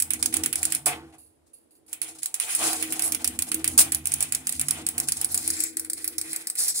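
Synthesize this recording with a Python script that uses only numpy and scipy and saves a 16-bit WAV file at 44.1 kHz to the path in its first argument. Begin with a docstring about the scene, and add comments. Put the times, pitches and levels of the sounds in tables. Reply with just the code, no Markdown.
"""Sharp metallic ticks, mostly in pairs, over scraping and low drumming: a metal bird stand on casters is
dragged over a hard floor in a small room, close to a two-port phone. Ticks are short noise contacts with
chatter; the tray drums in noise-driven modes; wire and feathers scrape and rustle as shaped noise bands;
a few touched wires ring; the frame bangs twice. Diffuse echoes and quiet room air lie behind."""
import sys
import numpy as np
from scipy import signal
from scipy.fft import rfft, irfft
from scipy.io import wavfile
from scipy.ndimage import uniform_filter1d

SR = 44100
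rng = np.random.default_rng(int(sys.argv[2]) if len(sys.argv) > 2 else 0)


def output_pcm(signal):
    """Save a mono or channel-first signal as 16-bit PCM at the path in sys.argv[1].

    Samples are clipped to [-1, 1] before scaling.
    """
    pcm = np.clip(np.atleast_2d(signal).T, -1, 1) * 32767
    wavfile.write(sys.argv[1], SR, np.round(pcm).astype(np.int16))


N = 299880
TIME = np.arange(N) / SR


def undb(db):
    """Amplitude gain of a level in dB."""
    return 10 ** (np.asarray(db) / 20)


def unit(x):
    """Scale to an RMS of 1."""
    return x / np.sqrt(np.mean(x ** 2))


def fade(t, t60):
    """Exponential decay from t = 0, by 60 dB in t60 seconds."""
    return (t >= 0) * 1000. ** (-np.maximum(t, 0) / t60)


def colour(x, points):
    """Filter by (frequency [Hz], gain [dB]) points, joined over log frequency."""
    hz, db = np.transpose(points)
    f = np.fft.rfftfreq(N, 1 / SR) + 1
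    gain_db = np.interp(np.log(f), np.log(hz), db)
    return irfft(rfft(x) * undb(gain_db), N)


def resonate(x, modes):
    """Sum of (frequency [Hz], width [Hz], power share [dB]) resonances."""
    out = 0
    for hz, width_hz, db in modes:
        b, a = signal.iirpeak(hz, hz / width_hz, SR)
        out = out + undb(db) / np.sqrt(width_hz) * signal.lfilter(b, a, x)
    return out


def highpass(x, hz):
    """Second-order bass cut."""
    return signal.sosfilt(signal.butter(2, hz, "high", fs=SR, output="sos"), x)


def walk(rate_hz):
    """Random levels held 1 / rate_hz and slewed; spread near 1."""
    hold = int(SR / rate_hz)
    steps = np.repeat(rng.standard_normal(N // hold + 1), hold)
    return uniform_filter1d(steps, hold)[:N]


def curves(table):
    """Each column of a time table as a curve over the whole scene."""
    s, *columns = np.transpose(table)
    return [np.interp(TIME, s, column) for column in columns]


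def pan(left_minus_right_db):
    """Gains of the two ports."""
    return undb(left_minus_right_db * np.array([[.5], [-.5]]))


def spread(alike):
    """Noise at two ports from a wide source: a shared part and a part of their own."""
    shared = np.sqrt(alike) * rng.standard_normal(N)
    return shared + np.sqrt(1 - alike) * rng.standard_normal((2, N))


def crest(x, db):
    """Scale a short sound so that its loudest two milliseconds have the given level."""
    power = uniform_filter1d(np.mean(x ** 2, axis=0), size=100)
    return x * undb(db) / np.sqrt(power.max())


# room air spectrum: (frequency [Hz], density [dB per Hz])
AIR_SPECTRUM = [(15, -45.5), (25, -21), (80, -9.5), (175, -21.5), (335, -6.5), (1400, -27.5), (6210, -36.5),
                (9570, -30), (16000, -48)]
AIR_DB = -67


def hush():
    """Quiet air of the room: coloured noise, unrelated at the two ports."""
    return undb(AIR_DB) * np.array([unit(colour(rng.standard_normal(N), AIR_SPECTRUM)) for _ in range(2)])


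ROOM_T60_S, ROOM_DB = 0.22, -10


def room(x):
    """Diffuse echoes, unrelated at the two ports: decaying noise as impulse response."""
    t = TIME[:SR // 2]
    tail = rng.standard_normal((2, len(t))) * fade(t - .002, ROOM_T60_S)
    tail /= np.sqrt(np.sum(tail ** 2, axis=1, keepdims=True))
    return undb(ROOM_DB) * signal.fftconvolve(x[None], tail, axes=1)[:, :N]


# the sound turns narrow and hollow as the stand draws away: (time [s], likeness at the ports [0-1],
# hollow share [0-1], tray left minus right [dB], casters left minus right [dB])
DRAWING_AWAY = [(0, 0, 0.12, 1.5, -6), (2, 0, 0, 0, -5.5), (5.2, 0.23, 0.22, 2, -2.5),
                (5.7, 0.3, 1, 8.5, 2.5), (6.8, 0.6, 0.67, 5, -3.5)]


def drawing_away():
    """Curves of likeness, hollowness, tray pan and caster pan as the stand draws away."""
    return curves(DRAWING_AWAY)


# hollow colour: (frequency [Hz], gain [dB])
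HOLLOW_COLOUR = [(500, 2.5), (750, -9), (1050, -6), (1900, 2.5), (2450, -4), (2900, -15), (4100, 0),
                 (5000, 2), (6500, -4), (11000, 1), (14500, -0.5)]


def hollowed(x, share):
    """Blend from the plain sound to one with notches and bumps in its spectrum."""
    return x + share * (colour(x, HOLLOW_COLOUR) - x)


def wiry(x, depth_db):
    """Many wire modes make a jagged, fixed fine structure over frequency."""
    spectrum = rfft(x)
    bumps = uniform_filter1d(np.repeat(rng.standard_normal(N // 300 + 1), 150), size=150)
    return unit(irfft(spectrum * undb(depth_db * bumps[:spectrum.shape[-1]]), N))


# wire spectrum: (frequency [Hz], density [dB per Hz])
WIRE_SPECTRUM = [(1760, -25), (3000, -25), (3580, -17), (5110, -13.5), (6050, -13.5), (7380, -8),
                 (9600, -2), (10500, -5.5), (12100, -13.5), (15400, -15), (16300, -7.5)]
# frame body modes: (frequency [Hz], width [Hz], power share [dB])
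BODY_MODES = [(1370, 2000, -4), (2540, 680, 1.5), (3160, 2900, 13)]
# sheet metal modes: (frequency [Hz], width [Hz], power share [dB])
SHEET_MODES = [(480, 31, -3.5), (735, 82, 4), (795, 24, -5), (888, 10, -3.5), (1130, 610, 3)]


def metal():
    """Unit noises in the colours of wire, body and sheet."""
    alike, *_ = drawing_away()
    body_band = signal.butter(2, (1150, 3600), "band", fs=SR, output="sos")
    body = signal.sosfilt(body_band, resonate(spread(alike), BODY_MODES))
    wire = colour(spread(alike), WIRE_SPECTRUM)
    sheet = resonate(spread(0.89), SHEET_MODES)
    return wiry(wire, 3.3), wiry(body, 2.4), unit(sheet)


# wire touches: (time [s], level [dB], t60 [s], thin wire relative level [dB])
WIRE_TOUCHES = [(1.183, -52, 0.41, 0), (1.262, -66, 0.076, 0), (1.533, -54, 0.33, 2),
                (1.708, -58, 0.23, -5), (1.752, -61, 0.19, -5), (1.864, -58, 0.12, -3)]
# touched wire modes: (frequency [Hz], width [Hz], power share [dB])
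TOUCHED_MODES = [(10300, 1500, 7), (4730, 500, -8.5), (7600, 260, -12.5), (12500, 150, -14.5),
                 (2800, 120, -15)]
THIN_WIRE_HZ, THIN_WIRE_WIDTH_HZ = 9760, 40


def pings():
    """Wires buzz after a light touch; one thin wire sings along, more or less by touch."""
    wires = unit(resonate(spread(0.69), TOUCHED_MODES))
    thin = unit(resonate(spread(0.69), [(THIN_WIRE_HZ, THIN_WIRE_WIDTH_HZ, 0)]))
    return sum(undb(db) * fade(TIME - s, t60_s) * (wires + undb(thin_db) * thin)
               for s, db, t60_s, thin_db in WIRE_TOUCHES)


# feather swishes, the last row a brief tick: (middle [s], half length [s], centre [Hz], level [dB])
FEATHER_SWISHES = [(3.056, 0.024, 10000, -23), (5.322, 0.0056, 10800, -28), (5.621, 0.045, 7500, -30),
                   (6.598, .009, 9000, -25), (6.628, .013, 9300, -25), (6.635, .025, 6000, -37),
                   (6.686, .013, 9800, -25), (6.699, .009, 8000, -23), (6.7, .018, 5900, -36),
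                   (6.761, .002, 8600, -26)]


def swishes():
    """Feathers brush the wires: grainy swells of narrow hiss; the last, very short one is a faint tick."""
    noise = spread(0.27) * unit(undb(2.7 * walk(250)))
    out = 0
    for s, half_s, hz, db in FEATHER_SWISHES:
        swell = np.exp(-((TIME - s) / half_s) ** 2 / 2)
        out = out + undb(db) * swell * unit(resonate(noise, [(hz, 0.12 * hz, 0)]))
    return out


def hum(modes):
    """Modes under a steady random drive; the swing evens out as the sheet stiffens when it bends."""
    out = 0
    for hz, width_hz, db in modes:
        drive = resonate(rng.standard_normal(N), [(hz, 3 * width_hz, 0)])
        x = unit(resonate(drive, [(hz, width_hz, 0)]))
        swing = np.sqrt(uniform_filter1d(x ** 2, int(2 * SR / hz)))
        out = out + undb(db) * x / (swing + .2) ** 0.38
    return unit(out)


# drum levels: (time [s], deepest modes [dB], next mode [dB], middle modes [dB], upper modes [dB])
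DRUM_LEVELS = [(0.0, -54, -63, -56, -59.5), (0.32, -47, -56, -46.5, -45.5), (0.38, -44, -57, -43.5, -38),
               (0.47, -56, -53, -48, -40), (0.62, -49.5, -63, -59, -55), (0.76, -60, -49, -56, -52),
               (0.83, -58, -56, -61, -65), (0.87, -53, -50, -52, -43), (1.06, -57, -62, -57, -50),
               (1.23, -64, -80.5, -79.5, -70.5), (1.65, -89.5, -91, -77, -79.5),
               (2.14, -67, -67.5, -71.5, -56), (2.27, -77, -78, -76, -75), (2.52, -68, -76, -69, -62),
               (2.67, -54, -55.5, -44, -36.5), (2.73, -59, -70, -58, -41.5),
               (2.92, -57.5, -59.5, -52, -42.5), (3.11, -57.5, -63, -50.5, -47),
               (3.39, -47, -68, -45, -49.5), (3.45, -61, -60, -51, -61), (3.54, -51, -66, -47, -41.5),
               (3.66, -46, -55, -50.5, -43.5), (3.77, -42.5, -55, -45, -45), (4.07, -50, -52.5, -54, -58.5),
               (4.37, -54, -54, -55, -58), (4.53, -64, -61, -53.5, -62), (4.56, -43, -51, -49.5, -54.5),
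               (4.64, -50, -51, -50.5, -60), (4.83, -51, -51, -50, -44.5), (4.92, -57, -60, -56, -56),
               (4.96, -46, -56, -48, -52), (5.06, -61, -48, -52, -53), (5.13, -54, -55, -56, -59),
               (5.49, -45.5, -67, -51, -49.5), (5.61, -62, -68, -58, -48.5), (5.85, -65, -81, -61.5, -52),
               (6.25, -59, -75, -67, -49), (6.3, -67, -59.5, -59, -52.5), (6.42, -74, -76.5, -71, -59),
               (6.8, -66, -71, -64, -68)]
# tray modes, the last of the low ones being the "next mode": (frequency [Hz], width [Hz], power share [dB])
LOW_MODES = [(81.6, 11, 6), (105, 27, -27), (145, 12, 2)]
MIDDLE_MODES = [(219.5, 51, -5.5), (242.2, 9.9, -4), (260.7, 19.5, -2.5)]
UPPER_MODES = [(320, 8.8, 2), (330, 25, -3.5), (415.4, 19, -15.5), (472.3, 35, -10)]
DRUM_SWELL_DB = 1.03


def tray():
    """Rolling vibration drives the lightly damped tray modes; it swells and sinks with the floor's bumps."""
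    groups = LOW_MODES[:-1], LOW_MODES[-1:], MIDDLE_MODES, UPPER_MODES
    return sum(undb(db + DRUM_SWELL_DB * walk(13)) * hum(modes)
               for db, modes in zip(curves(DRUM_LEVELS), groups))


# rattle after each tick; rows wire, body, sheet: (level relative to tick [dB], t60 [s])
AFTER_RATTLE = [(-29, 0.25), (-10, 0.29), (-42, 0.67)]
# scrapes and rustles: (full at [s], swell before [s], held [s], wire [dB], body [dB], sheet [dB])
SCRAPE_STROKES = [(0.193, 0.0027, .012, -39, -63, -47.5), (.28, .02, 0.028, -50, -67, -71),
                  (.33, 0.01, 0.035, -35, -51, -46), (.39, .01, 0.027, -49, -53, -50),
                  (.59, 0.026, 0.058, -36, -51, -52), (.68, 0.018, 0.081, -41, -62, -56),
                  (0.872, 0.013, 0.052, -63, -36.5, -42), (1.05, .03, 0.051, -66, -72, -63.5),
                  (1.127, 0.0059, 0.016, -62, -61.5, -58), (1.47, .01, 0.024, -68.5, -83.5, -80),
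                  (1.882, .004, .04, -53, -62.5, -67), (2.04, 0.025, 0.059, -42, -51, -56.5),
                  (2.153, .005, .004, -49, -66, -58), (2.187, .004, .004, -41, -56, -66),
                  (2.223, 0.0048, 0.013, -35, -52, -74), (2.41, .01, 0.034, -33, -41.5, -55),
                  (2.489, 0.048, 0.054, -31.5, -39, -50), (2.63, 0.064, 0.064, -23.5, -33.5, -32.5),
                  (2.809, 0.069, 0.043, -32, -41.5, -47), (2.9, 0.041, 0.2, -38.5, -47, -46.5),
                  (3.2, 0.015, 0.011, -39, -46, -46), (3.325, .005, 0.033, -45, -54, -54.5),
                  (3.47, 0.0046, 0.015, -36, -51, -54), (3.596, .006, .01, -42, -46, -49),
                  (3.7, 0.017, 0.055, -41, -56, -56), (3.791, 0.021, 0.09, -50, -42, -53.5),
                  (4.102, 0.074, .15, -38, -47.5, -56.5), (4.4, 0.031, 0.06, -53, -53.5, -64),
                  (4.52, 0.016, 0.043, -34, -48.5, -71), (4.65, .02, 0.027, -46, -56, -64),
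                  (4.749, 0.056, 0.036, -40, -45, -47), (4.95, 0.027, 0.031, -44, -50, -48.5),
                  (5.033, .006, .008, -41, -52, -52), (5.075, .004, .006, -34.5, -60, -54),
                  (5.17, .02, 0.06, -37, -54, -51.5), (5.29, .006, .12, -36, -52.5, -54),
                  (5.43, 0.019, 0.17, -34.5, -45, -55), (5.57, 0.053, .11, -40, -48, -65),
                  (5.98, 0.022, 0.033, -38.5, -46.5, -58), (6.125, 0.0071, 0.014, -41, -49, -77),
                  (6.25, 0.026, .12, -39, -45, -55.5), (6.4, 0.026, 0.037, -42.5, -48.5, -58),
                  (6.59, 0.025, 0.11, -28, -45, -52), (6.75, 0.012, .05, -31, -54, -56)]
STROKE_T60_S, T60_PER_SWELL = 0.14, 3.7  # a slow swell also dies slowly


def stirred():
    """Levels of wire, body and sheet: dying rattle after each tick plus the strokes, summed as power."""
    s, wire_db, body_db, _ = np.transpose(CASTER_TICKS)
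    power = np.zeros((len(AFTER_RATTLE), N))
    for row, blow_db, (after_db, t60_s) in zip(power, (wire_db, body_db, wire_db), AFTER_RATTLE):
        row[(s * SR).astype(int)] = undb(blow_db + after_db) ** 2
        row[:] = signal.lfilter([1], [1, -fade(2 / SR, t60_s)], row)  # power fades twice as fast
    for start_s, swell_s, held_s, *levels_db in SCRAPE_STROKES:
        i = slice(max(int((start_s - swell_s) * SR), 0), int((start_s + held_s + 1) * SR))
        t = TIME[i] - start_s
        swell = np.clip(1 + t / swell_s, 0, 1)
        shape = swell * fade(np.maximum(t - held_s, 0), STROKE_T60_S + T60_PER_SWELL * swell_s)
        power[:, i] += (undb(levels_db)[:, None] * shape) ** 2
    return np.sqrt(power)


# wire bands: (frequency [Hz], relative level [dB])
WIRE_BANDS = [(4700, 4.5), (6940, 3.5), (9900, -1), (13700, -1)]
# body bands: (frequency [Hz], width [Hz], relative level [dB])
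RUFFLED_BANDS = [(1320, 760, 1.1), (2164, 760, -0.9), (3110, 1060, -0.2)]


def scrape():
    """Grainy friction: fast uneven bursts on the wires; bands of wire and body come and go separately."""
    wire, body, sheet = metal()
    on_wire, on_body, on_sheet = stirred()
    grain = unit(undb(1.6 * walk(600) + 4.2 * np.tanh(walk(70))))
    patchy = sum(undb(3.1 * walk(25)) * resonate(wire, [(hz, 2500, db)]) for hz, db in WIRE_BANDS)
    ruffled = sum(undb(4.3 * walk(40)) * resonate(body, [band]) for band in RUFFLED_BANDS)
    out = on_wire * grain * unit(patchy)
    out = out + on_body * unit(ruffled)
    return out + on_sheet * undb(2.9 * walk(30)) * sheet


# frame bangs: (time [s], level [dB], rattle length [s], t60 [s], low thud relative level [dB])
FRAME_BANGS = [(0.861, -23, 0.014, 0.16, -6), (3.779, -13.5, 0.037, 0.067, -42)]


def bangs(wire, body, sheet):
    """The frame rattles in dense bounces, then rings out; the sheet thuds below."""
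    out = 0
    for s, db, rattle_s, t60_s, thud_db in FRAME_BANGS:
        bounces, ring = undb(2.3 * walk(300)), 1.3 * fade(TIME - s - rattle_s, t60_s)
        shape = (TIME >= s) * np.where(TIME < s + rattle_s, bounces, ring)
        thud = undb(thud_db) * fade(TIME - s, 2.5 * t60_s) * sheet
        out = out + undb(db) * (shape * (wire + undb(-21.5) * body) + thud)
    return out


# caster ticks: (time [s], wire peak [dB], body peak [dB], rise [s])
CASTER_TICKS = [(0.001, -13.5, -35.0, 0.0015), (0.0227, -13, -40, 0.00064), (0.1057, -14.5, -30, 0.00071),
                (0.1352, -15.0, -37.0, 0.001), (0.2269, -14, -31.5, 0.00081), (0.2595, -13.5, -40, 0.0015),
                (0.3272, -31, -37, 0.0012), (0.3417, -14.5, -28.5, 0.0038), (0.3682, -15, -34, 0.0011),
                (0.4369, -15.5, -28.5, 0.0022), (0.4606, -13.5, -39, 0.0008),
                (0.5283, -16.5, -31.5, 0.0009), (0.557, -14.5, -37, 0.001), (0.6301, -14.0, -30, 0.0017),
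                (0.6532, -12, -41, 0.0008), (0.7035, -31, -49.0, 0.0017), (0.7226, -14, -29.5, 0.0014),
                (0.7496, -14.0, -42, 0.001), (0.8599, -12.5, -36.5, 0.0032), (1.93, -22.0, -38, 0.0016),
                (2.0166, -19.5, -38, 0.0009), (2.2321, -20, -42.5, 0.0011), (2.2587, -17, -41.5, 0.00087),
                (2.3422, -18, -37, 0.00084), (2.3997, -16, -32.5, 0.00088), (2.55, -13, -39, 0.0012),
                (2.7313, -17, -35, 0.0008), (2.826, -18.0, -29, 0.0011), (2.924, -16.5, -32, 0.0016),
                (2.9944, -16.5, -31.5, 0.00068), (3.023, -16, -42, 0.0031), (3.1217, -12.5, -32.5, 0.0015),
                (3.1479, -16, -36.0, 0.00074), (3.2448, -13.5, -30.5, 0.00071),
                (3.2763, -13.5, -34.5, 0.0019), (3.3901, -14.5, -32, 0.00072),
                (3.4223, -12.5, -37.5, 0.0008), (3.5173, -15, -29, 0.0012), (3.5441, -12.5, -36.0, 0.00091),
                (3.6435, -13.5, -27, 0.00078), (3.6773, -12.0, -35, 0.0008), (3.7782, -8.5, -38, 0.0016),
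                (3.7907, -5, -34, 0.0025), (3.921, -14.5, -32.5, 0.0011), (3.9475, -11.5, -34.5, 0.0008),
                (4.0562, -16, -34.5, 0.001), (4.0711, -14, -42, 0.0008), (4.1197, -17.5, -36.5, 0.00083),
                (4.1387, -12, -42, 0.00074), (4.2067, -14.5, -37.5, 0.001), (4.2263, -12.5, -35, 0.0008),
                (4.323, -14.0, -33, 0.0012), (4.349, -14, -45, 0.0011), (4.4703, -14.5, -33.5, 0.0008),
                (4.4932, -16, -40, 0.0011), (4.5242, -21, -51, 0.0007), (4.5959, -15.0, -33, 0.0008),
                (4.6137, -14.5, -33, 0.0019), (4.6845, -15.5, -34, 0.00059), (4.709, -12, -37.0, 0.0014),
                (4.866, -14.5, -35.0, 0.00086), (4.8878, -15, -42, 0.00092), (4.9804, -15.5, -34.5, 0.0014),
                (5.001, -13, -37, 0.0009), (5.086, -15.5, -33, 0.00088), (5.1211, -14.0, -41.0, 0.00074),
                (5.1693, -24, -52, 0.0008), (5.2139, -15.5, -36.5, 0.001), (5.2458, -12.5, -41, 0.0012),
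                (5.3446, -11.5, -34, 0.0008), (5.3764, -15.5, -44, 0.00074), (5.4771, -13.0, -36, 0.0017),
                (5.503, -14, -40.0, 0.0008), (5.6046, -13, -32.5, 0.00098), (5.6374, -13.5, -41.0, 0.0008),
                (5.77, -16.5, -37, 0.0015), (5.7966, -17, -44, 0.0008), (5.8476, -27, -41.5, 0.0008),
                (5.9, -18, -41, 0.0024), (5.933, -18.0, -46, 0.0008), (6.0446, -18, -34.5, 0.0026),
                (6.0773, -16.5, -42, 0.0009), (6.182, -15, -39.5, 0.001), (6.2137, -18.5, -40, 0.0008),
                (6.3314, -21, -39, 0.0021), (6.3618, -17.5, -43.0, 0.000799), (6.4713, -18.5, -42, 0.0012),
                (6.5001, -18.5, -43, 0.0013), (6.5538, -25, -41, 0.0009), (6.7923, -20, -47.0, 0.0021)]
PAIR_S = .04  # ticks closer than this form a pair
LEAD_T60_S, TRAIL_T60_S, LONE_T60_S = 0.062, 0.044, 0.088
CONTACT_T60_S, KNOCK_T60_S, BODY_CHATTER, PAN_SCATTER_DB = .012, .008, 0.69, 0.86
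TINT_HZ, TINT_OCTAVES, TINT_GAIN = 8120, 0.41, 0.66  # each tick favours a few wires of its own


def chatter_t60s():
    """Chatter decay of each tick: the second of a pair is the driest, a lone tick chatters longest."""
    gaps_s = np.diff(np.transpose(CASTER_TICKS)[0], prepend=-np.inf, append=np.inf)
    close = gaps_s < PAIR_S
    return np.where(close[:-1], TRAIL_T60_S, np.where(close[1:], LEAD_T60_S, LONE_T60_S))


def ticks(wire, body):
    """A sharp contact from one point, then a short chatter all over the frame; each tick has its own tint."""
    point = unit(colour(rng.standard_normal(N), WIRE_SPECTRUM))
    ragged = unit(undb(2.34 * walk(350)))  # the chatter comes in uneven bounces
    out, t = np.zeros((2, N)), TIME[:SR // 6]
    *_, caster_pan_db = drawing_away()
    scatter = rng.standard_normal((len(CASTER_TICKS), 3))
    for (s, wire_db, body_db, rise_s), t60_s, (tilt, aside, pitch) in zip(CASTER_TICKS, chatter_t60s(), scatter):
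        start = max(int((s - rise_s) * SR), 0)
        n = min(len(t), N - start)
        i = slice(start, start + n)
        rise = np.minimum(t[:n] / rise_s, 1) ** 2
        late = np.maximum(t[:n] - rise_s, 0)
        contact = rise * fade(late, CONTACT_T60_S)
        chatter = rise * fade(late, t60_s) * ragged[i]
        tick = contact * (point[i] + 0.77 * wire[:, i]) + 0.71 * chatter * wire[:, i]
        tick = signal.lfilter([1, 0.25 * tilt - 0.3], [1], tick)  # brightness varies by tick
        hz = min(TINT_HZ * 2 ** (TINT_OCTAVES * pitch), SR / 3)
        tick = tick + TINT_GAIN * signal.lfilter(*signal.iirpeak(hz, 4.5, SR), tick)
        knock = rise * fade(late, KNOCK_T60_S) * body[0, i] + BODY_CHATTER * chatter * body[:, i]
        pan_db = caster_pan_db[start] + PAN_SCATTER_DB * aside
        out[:, i] += pan(pan_db) * (crest(tick, wire_db) + crest(knock, body_db))
    return highpass(out, 800.)  # small parts radiate no bass


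LEFT_LAG_SAMPLES = 6  # the stand is nearer the right port


def scene():
    """Stand sounds at the two ports, their echoes and the room air."""
    wire, body, sheet = metal()
    _, hollow, tray_pan_db, _ = drawing_away()
    near = ticks(wire, body) + bangs(wire, body, sheet) + pings() + scrape() + swishes()
    near = hollowed(near, hollow)
    drum = tray()
    wet = room(near.mean(axis=0) + 0.57 * drum)
    near = near + drum * pan(tray_pan_db)
    near[0] = np.roll(near[0], LEFT_LAG_SAMPLES)
    return near + wet + hush()


# port colours: (frequency [Hz], left minus right [dB])
PORT_COLOURS = [(60, -4.5), (300, -2), (700, -3.5), (2400, 0), (4400, 3), (7000, 1.5), (8300, 7),
                (9800, -6.5), (11500, -2), (14000, 3.5)]
BASS_CUT_HZ, TOP_HZ, CLIP_LEVEL = 60., 15700, .97


def record(dry):
    """Each port has its own colour; deep bass is lost; the loudest peaks clip; the top is cut."""
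    ports = [colour(c, [(hz, side * db / 2) for hz, db in PORT_COLOURS]) for c, side in zip(dry, (1, -1))]
    clipped = np.clip(highpass(ports, BASS_CUT_HZ), -CLIP_LEVEL, CLIP_LEVEL)
    return signal.sosfilt(signal.ellip(10, .1, 60, TOP_HZ, fs=SR, output="sos"), clipped)


dry = scene()
out = record(dry)
output_pcm(out)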